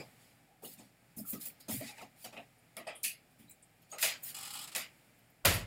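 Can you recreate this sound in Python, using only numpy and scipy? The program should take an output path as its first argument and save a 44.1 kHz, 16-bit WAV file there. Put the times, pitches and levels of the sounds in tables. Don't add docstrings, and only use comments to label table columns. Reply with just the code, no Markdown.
import sys
import numpy as np
from scipy import signal
from scipy.fft import rfft, irfft, next_fast_len
from scipy.io import wavfile
from scipy.ndimage import uniform_filter1d

SR = 44100
rng = np.random.default_rng(int(sys.argv[2]) if len(sys.argv) > 2 else 0)


def natural_amplitude(level_db):
    exponent = np.asarray(level_db, float) / 20
    return 10 ** exponent


def pcm_store(signal):
    levels = np.round(np.clip(np.atleast_2d(signal), -1, 1) * 32767)
    wavfile.write(sys.argv[1], SR, levels.astype(np.int16).T)


N = 249940
LEAD_SAMPLES = 512
LEAD_S = LEAD_SAMPLES / SR
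GRIT_SPREAD = 0.23

# start_s, snap_db (above 6 kHz), boards_db, knock_db, clack_db
STEPS = [(0.0014, -52, -63, -55.5, -60), (0.628, -62, -59, -56, -71), (0.6563, -58, -65.5, -83, -77),
         (0.7923, -56, -63, -60.5, -69.5), (1.168, -42, -50, -66, -102), (1.3297, -37, -50, -60, -58.5),
         (1.4558, -38, -67, -66, -63), (1.608, -66, -84, -88, -77), (1.684, -33, -50, -47, -57.5),
         (1.804, -57, -51.5, -52.5, -73), (1.8874, -53, -85, -64, -79.5), (1.9787, -58, -90, -60, -57),
         (2.0128, -46.5, -58.5, -53.5, -59), (2.2435, -35.5, -61, -51.5, -54),
         (2.3266, -53.5, -63, -53.5, -58), (2.366, -70, -61.5, -51.5, -51.5),
         (3.3936, -71, -61.5, -82, -70.5), (3.427, -68, -64, -94, -77)]
# start_s, snap_db, boards_db, knock_db, clack_db
SLAM = [
    (5.449, -16, -34.5, -32, -28.5),
]
# pitch_hz, density_db_per_hz
THUMP = [(29, -44), (50, -15), (92, -9), (161, -5.5), (215, 3.5), (257, 0), (305, -8), (340, -4),
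         (380, -12), (490, -12.5), (840, -120)]
# pitch_hz, density_db_per_hz
CLACK = [(760, -17), (1300, -11), (1840, -5.5), (1930, -0.5), (2200, -5.5), (2520, -0.5), (3100, -8),
         (4030, -14), (6820, -120)]
# pitch_hz, density_db_per_hz
CLICK = [(1710, -74), (2900, -2), (3420, -0.5), (3830, -0.5), (4800, 3), (5190, -1), (6100, 0),
         (7930, -4.5), (13400, -120)]
# pitch_hz, density_db_per_hz
HINGE_BODY = [(180, -45), (300, -11.5), (500, -16), (750, -5), (1000, -6), (1300, -0.5), (1560, -9.5),
              (2300, -3.5), (3190, -1.5), (6200, -5.5), (7820, -3.5), (15000, -13.5), (16000, -20)]


def noise(n):
    return rng.standard_normal(n)


def colour(x, points):
    hz, db = np.transpose(points)
    n = next_fast_len(len(x))
    grid_hz = np.maximum(np.arange(n // 2 + 1) * SR / n, 1)
    gain_db = np.interp(np.log(grid_hz), np.log(hz), db, left=-80, right=-80)
    y = irfft(rfft(x, n) * natural_amplitude(gain_db), n)[:len(x)]
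    return y / np.sqrt(np.mean(y ** 2))


def band(x, lo_hz, hi_hz):
    sos = signal.butter(2, [lo_hz, min(hi_hz, .45 * SR)], "band", fs=SR, output="sos")
    return signal.sosfilt(sos, x)


def curve(table, k):
    return np.interp(np.arange(N) / SR, [row[0] for row in table], [row[k] for row in table])


def window(table, tail_s):
    t = np.arange(N) / SR
    opening = np.clip((t - table[0][0]) / 0.0062, 0, 1)
    return opening * np.exp(-np.maximum(t - table[-1][0], 0) / tail_s)


def add(out, start_s, x, db):
    start = int(start_s * SR)
    i = max(start, 0)
    x = x[i - start:][:N - i]
    loudest = np.sqrt(uniform_filter1d(x ** 2, size=441).max())
    out[i:i + len(x)] += x * natural_amplitude(db) / loudest


def rings(modes, t):
    luck = rng.standard_normal((len(modes), 2))
    total = 0
    for (hz, db, t60_s), (a, b) in zip(modes, luck):
        tone = np.sin(2 * np.pi * hz * (1 + 0.015 * b) * t)
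        total = total + natural_amplitude(db + 0.68 * a) * tone * 0.00077 ** (t / min(t60_s, .7))
    return total


def room(points, t60_s, hold_s, build_s, direct):
    t = np.arange(int(.3 * SR)) / SR
    suppressor = 1 / (1 + (t / hold_s) ** 6)
    echo = noise(len(t)) * (1 - np.exp(-t / build_s)) * 10 ** (-3 * t / t60_s) * suppressor
    echo *= natural_amplitude(0.81 * colour(noise(len(t)), [(30, 0.023), (250, 0.0048)]))
    echo[0] += direct
    return colour(np.roll(echo, LEAD_SAMPLES), points)


def blow(out, row, body, t60_s, hold_s, build_s, direct):
    # pitch_hz, density_db_per_hz
    snap_points = [(3530, -61), (6000, 2.5), (7400, -4.5), (8850, -1), (13400, -2), (15600, -7),
                   (16300, -32)]
    start_s, snap_db, *body_db = row
    click_db = body_db[-1] + 0.54 * (snap_db - body_db[-1]) - 10
    layers = zip((*body, CLICK, snap_points), (*body_db, click_db, snap_db - 15))
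    for k, (points, db) in enumerate(layers):
        lasts_s = hold_s[k] * np.clip((db + 87.5) / 45, .4, 1.3)
        layer = room(points, t60_s[k], lasts_s, build_s[k], direct * (k > 0))
        add(out, start_s - LEAD_S, layer, db - 0.5 * (k == 0))


def ticks(out, table, spread):
    for start_s, db, hz, lasts_s in table:
        ring = [(hz * (1 - 1.5 * spread), -30), (hz * (1 - spread / 2), 0),
                (hz * (1 + spread / 2), 0), (hz * (1 + 1.5 * spread), -30)]
        tick = room(ring, t60_s=3.44 * lasts_s, hold_s=3.1 * lasts_s, build_s=0.0013, direct=3.3)
        add(out, start_s - LEAD_S, tick, db)


def bare_clicks(out, table, points, direct=1.6):
    for start_s, db in table:
        click = room(points, t60_s=.008, hold_s=.004, build_s=.0003, direct=direct)
        add(out, start_s - LEAD_S, click, db - 21)


def patchy(x, db, wide, long):
    spec = signal.stft(x, nperseg=256)[2]
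    field = uniform_filter1d(rng.standard_normal(spec.shape), size=wide, axis=0)
    field = uniform_filter1d(field, size=long, axis=1)
    field = field - uniform_filter1d(field, size=7, axis=0)
    field *= np.minimum(np.arange(len(field)) / 8, 1)[:, None]
    return signal.istft(spec * natural_amplitude(db * field / field.std()), nperseg=256)[1][:len(x)]


def air():
    # time_s, gain_db
    gate = [(0.0, 6.5), (0.58, -2.5), (1.77, 3), (1.86, 9), (2.05, 0.5), (3.92, -0.9), (4.17, 7.5),
            (4.62, 10), (4.91, 3.5), (5.48, -2), (5.67, -17)]
    # pitch_hz, density_db_per_hz
    rumble_points = [(35, -53), (60, -17.5), (124, -5), (221, -10), (243, -7.5), (365, -15.5), (395, -16),
                     (794, -12.5), (981, -22), (1400, -24.5), (1820, -22), (3080, -120)]
    # pitch_hz, density_db_per_hz
    hiss_points = [(760, -38), (1300, -4), (1340, -8), (2370, -1), (2630, -6), (3960, -12), (6220, -12),
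                   (14300, -13.5), (16000, -18)]
    # pitch_hz, level_db
    hum_tones = [(44, -82.5), (120, -74.5), (163, -76.5)]
    t, hum = np.arange(N) / SR, 0
    for hz, db in hum_tones:
        waver_db = 0.25 * colour(noise(N), [(1, 0.015), (6, 0.0033)])
        hum = hum + natural_amplitude(db + waver_db) * np.sin(2 * np.pi * hz * t)
    gate_db = curve(gate, 1)
    rumble = colour(noise(N), rumble_points) * natural_amplitude(-69.5 + 0.58 * gate_db)
    hiss = colour(noise(N), hiss_points) * natural_amplitude(-71 + gate_db)
    return rumble + hiss + hum


def boom():
    # pitch_hz, level_db, t60_s
    modes = [(42.3, -39, 0.93), (84.4, -39, 0.95), (97.3, -38.5, 0.85), (110.6, -36.5, 0.97),
             (152, -37.5, 0.59), (172.3, -37.5, 0.58), (215.7, -35.5, 0.34), (351.4, -41.5, 0.34),
             (436, -50, 0.18), (543, -41.5, 0.5), (579, -38, 0.4), (653, -41, 0.35), (969, -44, 0.4),
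             (700, -49, 0.65)]
    t, total = np.maximum(np.arange(N) / SR - SLAM[0][0], 0), 0
    for k, (hz, db, t60_s) in enumerate(modes):
        total = total + (-1) ** k * natural_amplitude(db) * np.sin(2 * np.pi * hz * t) * 0.0014 ** (t / t60_s)
    return total * (1 - np.exp(-t / 0.015))


def small_parts(out):
    # start_s, level_db, ring_hz, lasts_s
    creaks = [(.49, -69.5, 790, 0.09), (1.248, -64, 1290, 0.071), (1.332, -57.5, 1230, 0.068),
              (1.89, -56, 796, 0.13), (2.013, -56.5, 1290, 0.02), (0, -59.5, 4960, 0.049),
              (0, -64, 7360, 0.029), (1.184, -59.5, 5170, 0.036), (2.768, -58.5, 4980, 0.036),
              (2.768, -58, 3500, 0.024)]
    # start_s, level_db, ring_hz, lasts_s
    metal = [(2.585, -73.5, 9350, 0.03), (2.869, -58, 8410, 0.042), (2.873, -60, 10570, 0.028),
             (2.955, -71, 13600, .04), (3.044, -41, 10900, 0.058), (3.478, -67, 4000, 0.049),
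             (3.495, -64, 7700, 0.017), (3.82, -71, 11600, .02), (3.82, -73, 15000, .02),
             (3.916, -50, 6700, 0.06), (3.922, -53, 8450, 0.038)]
    # start_s, level_db, ring_hz, lasts_s
    crushed = [(0, -54.5, 2240, 0.025), (.648, -59.5, 3240, 0.039), (.72, -68, 4860, .03),
               (1.41, -61.5, 4800, 0.11), (.73, -62, 13800, 0.018), (1.606, -64, 4550, 0.078),
               (1.71, -51.5, 2140, 0.11), (1.806, -53.5, 2130, 0.27), (2.775, -51.5, 10600, 0.032),
               (2.952, -66.5, 3140, 0.098), (2.953, -54, 9900, 0.048), (3.041, -41.5, 2480, 0.077),
               (3.495, -56.5, 15100, .04), (3.509, -57.5, 8500, 0.031), (3.625, -62.5, 8650, 0.029),
               (5.187, -70, 13100, .018), (5.301, -72, 13000, 0.017)]
    ticks(out, creaks, spread=0.13)
    ticks(out, metal, spread=0.06)
    ticks(out, crushed, GRIT_SPREAD)


def loose_wood(out):
    # start_s, level_db, ring_hz, lasts_s
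    bumps = [(0, -50.5, 139, 0.079), (0, -47, 428, 0.022), (.645, -57, 416, 0.051), (.864, -68, 200, 0.036),
             (1.336, -49.5, 415, 0.034), (1.696, -56, 238, 0.026), (1.73, -46, 122.5, 0.107),
             (1.82, -52, 233, 0.028), (1.2, -57, 209, 0.048), (2.869, -48.5, 740, 0.021)]
    # start_s, level_db, ring_hz, lasts_s
    panels = [(1.203, -65, 630, 0.023), (1.332, -59.5, 563, .025), (1.695, -60, 590, .03),
              (1.805, -57, 627, 0.018), (1.827, -56, 700, .02), (1.718, -56, 240, .03),
              (1.758, -55, 200, 0.027), (1.204, -56, 208.4, 0.034), (1.379, -53, 282, .015),
              (1.983, -56, 870, 0.025), (2.023, -54.5, 703, 0.027), (2.256, -55.5, 722, 0.051),
              (2.39, -53.5, 696, 0.029), (2.375, -52, 2620, 0.037), (2.775, -48.5, 2280, 0.015),
              (2.777, -51, 690, 0.032), (2.871, -54.5, 4860, 0.064), (2.881, -45.5, 2500, 0.044),
              (2.899, -50.5, 1950, 0.022), (2.952, -61, 3200, .025), (2.771, -55.5, 1326, 0.013),
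              (3.495, -68, 2350, 0.088), (3.985, -55, 1950, 0.034), (4.029, -34.5, 2560, 0.062),
              (4.03, -52, 737, 0.064), (4.756, -47, 2380, 0.064), (5.454, -39, 1060, 0.024),
              (5.455, -35, 1510, 0.013)]
    # start_s, level_db, ring_hz, lasts_s
    rattle = [(3.038, -43.5, 4570, 0.078), (3.041, -45.5, 3180, 0.075), (.655, -59.5, 4050, .03),
              (1.688, -55, 3250, 0.052), (4.026, -46, 6300, .05), (3.045, -50.5, 1960, 0.077),
              (.79, -61, 7800, 0.024), (2.768, -51, 10000, .006), (2.776, -58, 15000, .025),
              (3.045, -62.5, 1250, .025), (5.452, -32, 12300, 0.045), (5.54, -40, 11000, .03),
              (1.5, -62, 2500, 0.015)]
    ticks(out, bumps, spread=0.38)
    ticks(out, rattle, GRIT_SPREAD)
    ticks(out, panels, spread=0.11)


def boards(out):
    # pitch_hz, level_db, t60_s
    modes = [(121.4, -8.5, 1.0), (180.7, -8, 0.64), (226, 3.5, 0.3), (282.8, 2.5, 0.3)]
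    t = np.arange(SR // 4) / SR
    shape = (1 - np.exp(-t / 0.011)) / (1 + (t / 0.17) ** 4)
    for start_s, _, boards_db, *_ in STEPS:
        add(out, start_s, rings(modes, t) * shape, boards_db + 0.5)


def thuds(out):
    # start_s, level_db, ring_hz, swell_s
    flexes = [(.622, -61, 720, .003), (.634, -48.5, 438, .003), (.658, -54, 270, .005),
              (.736, -62, 190, 0.0056), (.778, -58, 200, .007), (.796, -54.5, 241, .004),
              (.865, -59, 220, 0.0031), (1.688, -47, 270, .004), (1.698, -40.5, 235, 0.0035),
              (1.724, -44.5, 198, 0.0049), (1.743, -43, 254, 0.0048), (1.761, -43, 211, 0.0032),
              (1.778, -50, 125, 0.011), (1.811, -44, 640, 0.0022), (1.821, -45, 250, .004),
              (1.829, -51, 640, .003), (1.846, -49.5, 238, .007), (2.798, -53, 617, 0.0044),
              (5.468, -41, 94, .007), (5.528, -42, 120, .01), (5.456, -42, 140, .007),
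              (5.457, -38, 570, 0.007), (5.47, -41.5, 248, 0.0081), (1.17, -49.5, 210, .004),
              (1.183, -43, 214, 0.0056), (1.212, -44, 215, 0.0058), (1.241, -51.5, 200, 0.0035),
              (1.197, -56, 630, 0.0033), (1.249, -68, 1270, 0.0034), (1.331, -40.5, 215.6, 0.0057),
              (1.381, -49, 250, 0.0028), (1.331, -56.5, 1250, .005), (1.351, -57, 1270, .008),
              (2.872, -45, 700, 0.0045)]
    t = np.arange(SR // 8) / SR
    for start_s, db, hz, swell_s in flexes:
        add(out, start_s, np.sin(2 * np.pi * hz * t) * t / swell_s * np.exp(-t / swell_s), db)


def contacts(out):
    # start_s, peak_db
    sharp = [(1.335, -37), (1.4555, -34), (2.768, -30), (1.608, -48), (1.812, -38), (3.9844, -29),
             (4.7501, -22), (4.762, -16)]
    # start_s, peak_db
    bright = [(3.0295, -46), (3.033, -20), (3.0512, -20), (5.5411, -27), (4.049, -24), (4.081, -28),
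              (0.7395, -38), (0.6412, -40), (1.405, -40)]
    # start_s, peak_db
    wooden = [(5.4545, -16), (5.4585, -11), (5.462, -17), (2.259, -43), (2.376, -43), (2.029, -45)]
    bare_clicks(out, sharp, [(900, -3), (2500, -10), (9000, 1), (16000, -5)])
    bare_clicks(out, bright, [(4000, -32), (7000, 1), (9000, 3), (16000, 2)], direct=5)
    bare_clicks(out, wooden, [(400, -30), (1000, -20), (2500, 7), (5000, 0.5), (16000, -17)])


def grit(points):
    flicker_db = colour(noise(N), [(15, -15), (300, -29)])
    return colour(noise(N) * natural_amplitude(flicker_db), points)


def scuffs():
    # start_s, rise_s, fall_s, hiss_db, fineness_db
    slides = [(.15, 0.069, 0.18, -74, -5), (.621, 0.03, 0.08, -57.5, 6), (.68, 0.049, 0.049, -63.5, 0),
              (.77, 0.018, 0.12, -69, -5), (1.164, 0.016, 0.065, -59, 11.5),
              (1.252, 0.049, 0.071, -53, 11.5), (1.396, 0.022, 0.072, -52.5, 4),
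              (1.453, 0.0035, 0.053, -57.5, 13), (1.598, 0.0079, 0.027, -62.5, 3.5),
              (1.683, 0.031, 0.11, -45.5, 4.5), (1.801, 0.082, 0.058, -57, -9),
              (1.95, 0.039, 0.067, -66.5, -7), (2.16, 0.089, 0.032, -61, 0.5), (2.3, 0.072, 0.12, -76, -3),
              (3.3, 0.011, .04, -80, 2), (3.385, 0.011, 0.076, -71.5, 3), (3.82, 0.0044, 0.069, -80.5, -11),
              (3.891, 0.03, .008, -64, -1), (3.99, 0.017, .012, -65, 16), (4.007, 0.023, 0.011, -35.5, 1),
              (4.235, 0.065, 0.037, -52.5, -1.5), (4.223, 0.016, 0.076, -58, 12)]
    # pitch_hz, density_db_per_hz
    hiss_points = [(3530, -24.5), (6000, -5), (6460, 0.5), (7850, 1), (8850, 5), (9850, 6), (11200, 2.5),
                   (14600, -9), (22000, -120)]
    # pitch_hz, density_db_per_hz
    sizzle_points = [(6350, -13.5), (10800, -4.5), (13100, -1.5), (15100, 2), (15600, -5), (16300, -27)]
    rise_db, fall_db = 17.5, 17
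    hiss, sizzle, rub, coarse = grit(hiss_points), grit(sizzle_points), grit(CLICK), grit(CLACK)
    t, out = np.arange(N) / SR, 0
    for start_s, rise_s, fall_s, db, fine_db in slides:
        late_s = t - start_s - rise_s
        fade_db = np.maximum(-late_s / rise_s * rise_db, late_s / fall_s * fall_db)
        fade_db = fall_db * np.minimum(fade_db / fall_db, 10) ** 1.55
        on = np.clip((t - start_s) / 0.0012, 0, 1) * natural_amplitude(db - fade_db)
        rub_gain = natural_amplitude(-3 - 0.73 * fine_db + 0.081 * fade_db)
        coarse_gain = natural_amplitude(-9.5 - 0.65 * fine_db + 0.23 * fade_db)
        out = out + on * (hiss + natural_amplitude(fine_db) * sizzle + rub_gain * rub + coarse_gain * coarse)
    return out


def footsteps(out):
    # pitch_hz, density_db_per_hz
    knock = [(190, -39), (330, -11), (491, -2.5), (640, 0.5), (867, -4), (969, -13), (1280, -11.5),
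             (1450, -24), (1880, -37), (3190, -120)]
    for row in STEPS:
        blow(out, row, (THUMP, knock, CLACK), t60_s=(0.38, 0.19, 0.18, 0.22, 0.14),
             hold_s=(0.097, 0.15, 0.36, 0.22, 0.26),
             build_s=(0.0067, 0.0066, 0.0051, 0.0014, 0.0022), direct=2.5)


def handle_and_latch(out):
    # start_s, snap_db, boards_db, knock_db, clack_db
    latch = [(2.7664, -49, -56.5, -53.5, -55), (2.8681, -51, -62.5, -45, -49),
             (3.031, -19.5, -64, -65.5, -78), (3.9223, -47.5, -70, -48.5, -57),
             (3.9809, -33.5, -82, -81, -48.5), (4.025, -16.5, -59, -40, -34),
             (4.7486, -24.5, -55.5, -49, -40.5)]
    # pitch_hz, density_db_per_hz
    knock = [(190, -29), (330, -17), (491, -6), (640, 3), (760, -3.5), (880, -6), (1000, -16), (1280, -5.5),
             (1500, -36), (3190, -120)]
    for row in latch:
        blow(out, row, (THUMP, knock, CLACK), t60_s=(1.0, 0.27, 0.44, 0.53, 0.29),
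             hold_s=(0.13, 0.31, 0.13, 0.11, 0.086),
             build_s=(0.014, 0.0072, 0.0023, 0.0014, 0.0071), direct=0.44)


def plate(out):
    # pitch_hz, level_db, t60_s
    modes = [(2470, 0, .3), (2910, -2.5, 0.39), (4650, -4, .4), (6500, -6, .45), (9600, -3.5, .35),
             (11000, 1, 0.4), (11300, -6, .4), (12900, -4, .35)]
    # start_s, level_db
    blows = [(3.036, -42), (4.027, -50), (4.752, -57)]
    t = np.arange(SR // 4) / SR
    shape = (1 - np.exp(-t / 0.01)) / (1 + (t / 0.11) ** 6)
    for start_s, db in blows:
        ring = 0
        for mode in modes:
            waver_db = 4.0 * colour(noise(len(t)), [(15, 4.0), (120, -3)])
            ring = ring + rings([mode], t) * natural_amplitude(waver_db)
        add(out, start_s, ring * shape, db)


def hinge():
    # time_s, level_db
    loudness = [(4.341, -40), (4.36, -46), (4.49, -45), (4.55, -46.5), (4.643, -46), (4.66, -48)]
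    # start_s, level_db
    jolts = [(4.34, -3), (4.347, -2.5), (4.363, 2), (4.383, 1.5), (4.401, -12), (4.407, -0.5), (4.427, 2),
             (4.449, 1.5), (4.459, -9), (4.472, -0.5), (4.49, -10), (4.503, 2), (4.526, -4), (4.535, 2.5),
             (4.551, 3), (4.568, 2), (4.588, 3), (4.611, 1.5), (4.626, -4), (4.638, 0)]
    # pitch_hz, half_width_hz, level_db
    resonances = [(820, 150, -2), (1270, 77, -4), (2890, 60, -7), (3240, 55, -8), (5270, 390, -4),
                  (7700, 430, -2), (9100, 190, 1), (11600, 160, -8)]
    on = window(loudness, .001) > .5
    jolt = 0
    for start_s, db in jolts:
        late = np.maximum(np.arange(N) / SR - start_s, 0) / 0.0046
        jolt = jolt + natural_amplitude(db) * late * np.exp(-late)
    leaf = colour(jolt * noise(N), HINGE_BODY)
    leaf = leaf + 0.53 * sum(natural_amplitude(db) * band(leaf, hz - w, hz + w) for hz, w, db in resonances)
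    t = np.arange(SR // 5) / SR
    echo = noise(len(t)) * 0.0011 ** (t / 0.18)
    wet = band(signal.fftconvolve(leaf, echo)[:N], 630, 13700)
    treble = band(leaf, 9100, 19000)
    mix = 0.97 * treble / leaf.std() + 0.59 * leaf / leaf.std() + 0.84 * wet / wet.std()
    return mix / mix[on].std() * natural_amplitude(curve(loudness, 1)) * window(loudness, 0.039)


def last_slips(out):
    # start_s, level_db
    slips = [(4.672, -48.5), (4.715, -51.5)]
    for start_s, db in slips:
        slip = room(HINGE_BODY, t60_s=0.11, hold_s=0.052, build_s=0.0078, direct=0)
        add(out, start_s - LEAD_S, slip, db)


def slam(out):
    # pitch_hz, density_db_per_hz
    door_thump = [(24, -40), (50, -5), (96, -4.5), (135, -7), (216, -13), (249, -12.5), (324, -16),
                  (356, -20), (380, -17.5), (490, -47), (840, -120)]
    # pitch_hz, density_db_per_hz
    leaf_layers = [
        [(190, -25), (330, -11.5), (355, -11.5), (484, -3), (640, 0), (810, -6.5), (1450, -7), (1880, -24), (3190, -120)],
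        [(790, -39), (1350, -10.5), (1560, -12.5), (1830, -6.5), (2570, -7.5), (3100, -12), (4030, -18), (6820, -120)],
    ]
    knock, clack = leaf_layers
    blow(out, SLAM[0], (door_thump, knock, clack), t60_s=(0.94, 0.48, 0.46, 0.49, 0.54),
         hold_s=(0.14, 0.18, 0.16, 0.14, 0.12),
         build_s=(0.012, 0.0033, 0.0016, 0.0012, 0.00021), direct=0)
    frame_points = knock[:-2] + clack[2:-1] + [(9000, -14.0), (16000, -10.5)]
    frame = room(frame_points, t60_s=0.053, hold_s=0.024, build_s=0.0005, direct=0.3)
    add(out, SLAM[0][0] + 0.004 - LEAD_S, frame, -25)


def scene():
    walk, door, small, tick = np.zeros((4, N))
    footsteps(walk)
    handle_and_latch(door)
    small_parts(tick)
    for source in (slam, last_slips, boards, loose_wood, contacts, thuds, plate):
        source(small)
    walk = patchy(walk + scuffs(), 3.92, wide=3, long=8)
    door = patchy(door, 2.8, wide=2, long=24)
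    tick = patchy(tick, 3.7, wide=2, long=12)
    return (walk + door + tick + small + air() + boom() + hinge())[None]


def low_pass(x):
    return signal.sosfilt(signal.butter(12, 16810, fs=SR, output="sos"), x)


def record(dry):
    x = dry - .5 * band(dry, 5300, 7000)
    x = signal.sosfilt(signal.ellip(8, .2, 32, 15900, fs=SR, output="sos"), x)
    x = x * np.clip((N - np.arange(N)) / (0.0015 * SR), 0, 1)
    return low_pass(x)


dry = scene()
out = record(dry)
pcm_store(out)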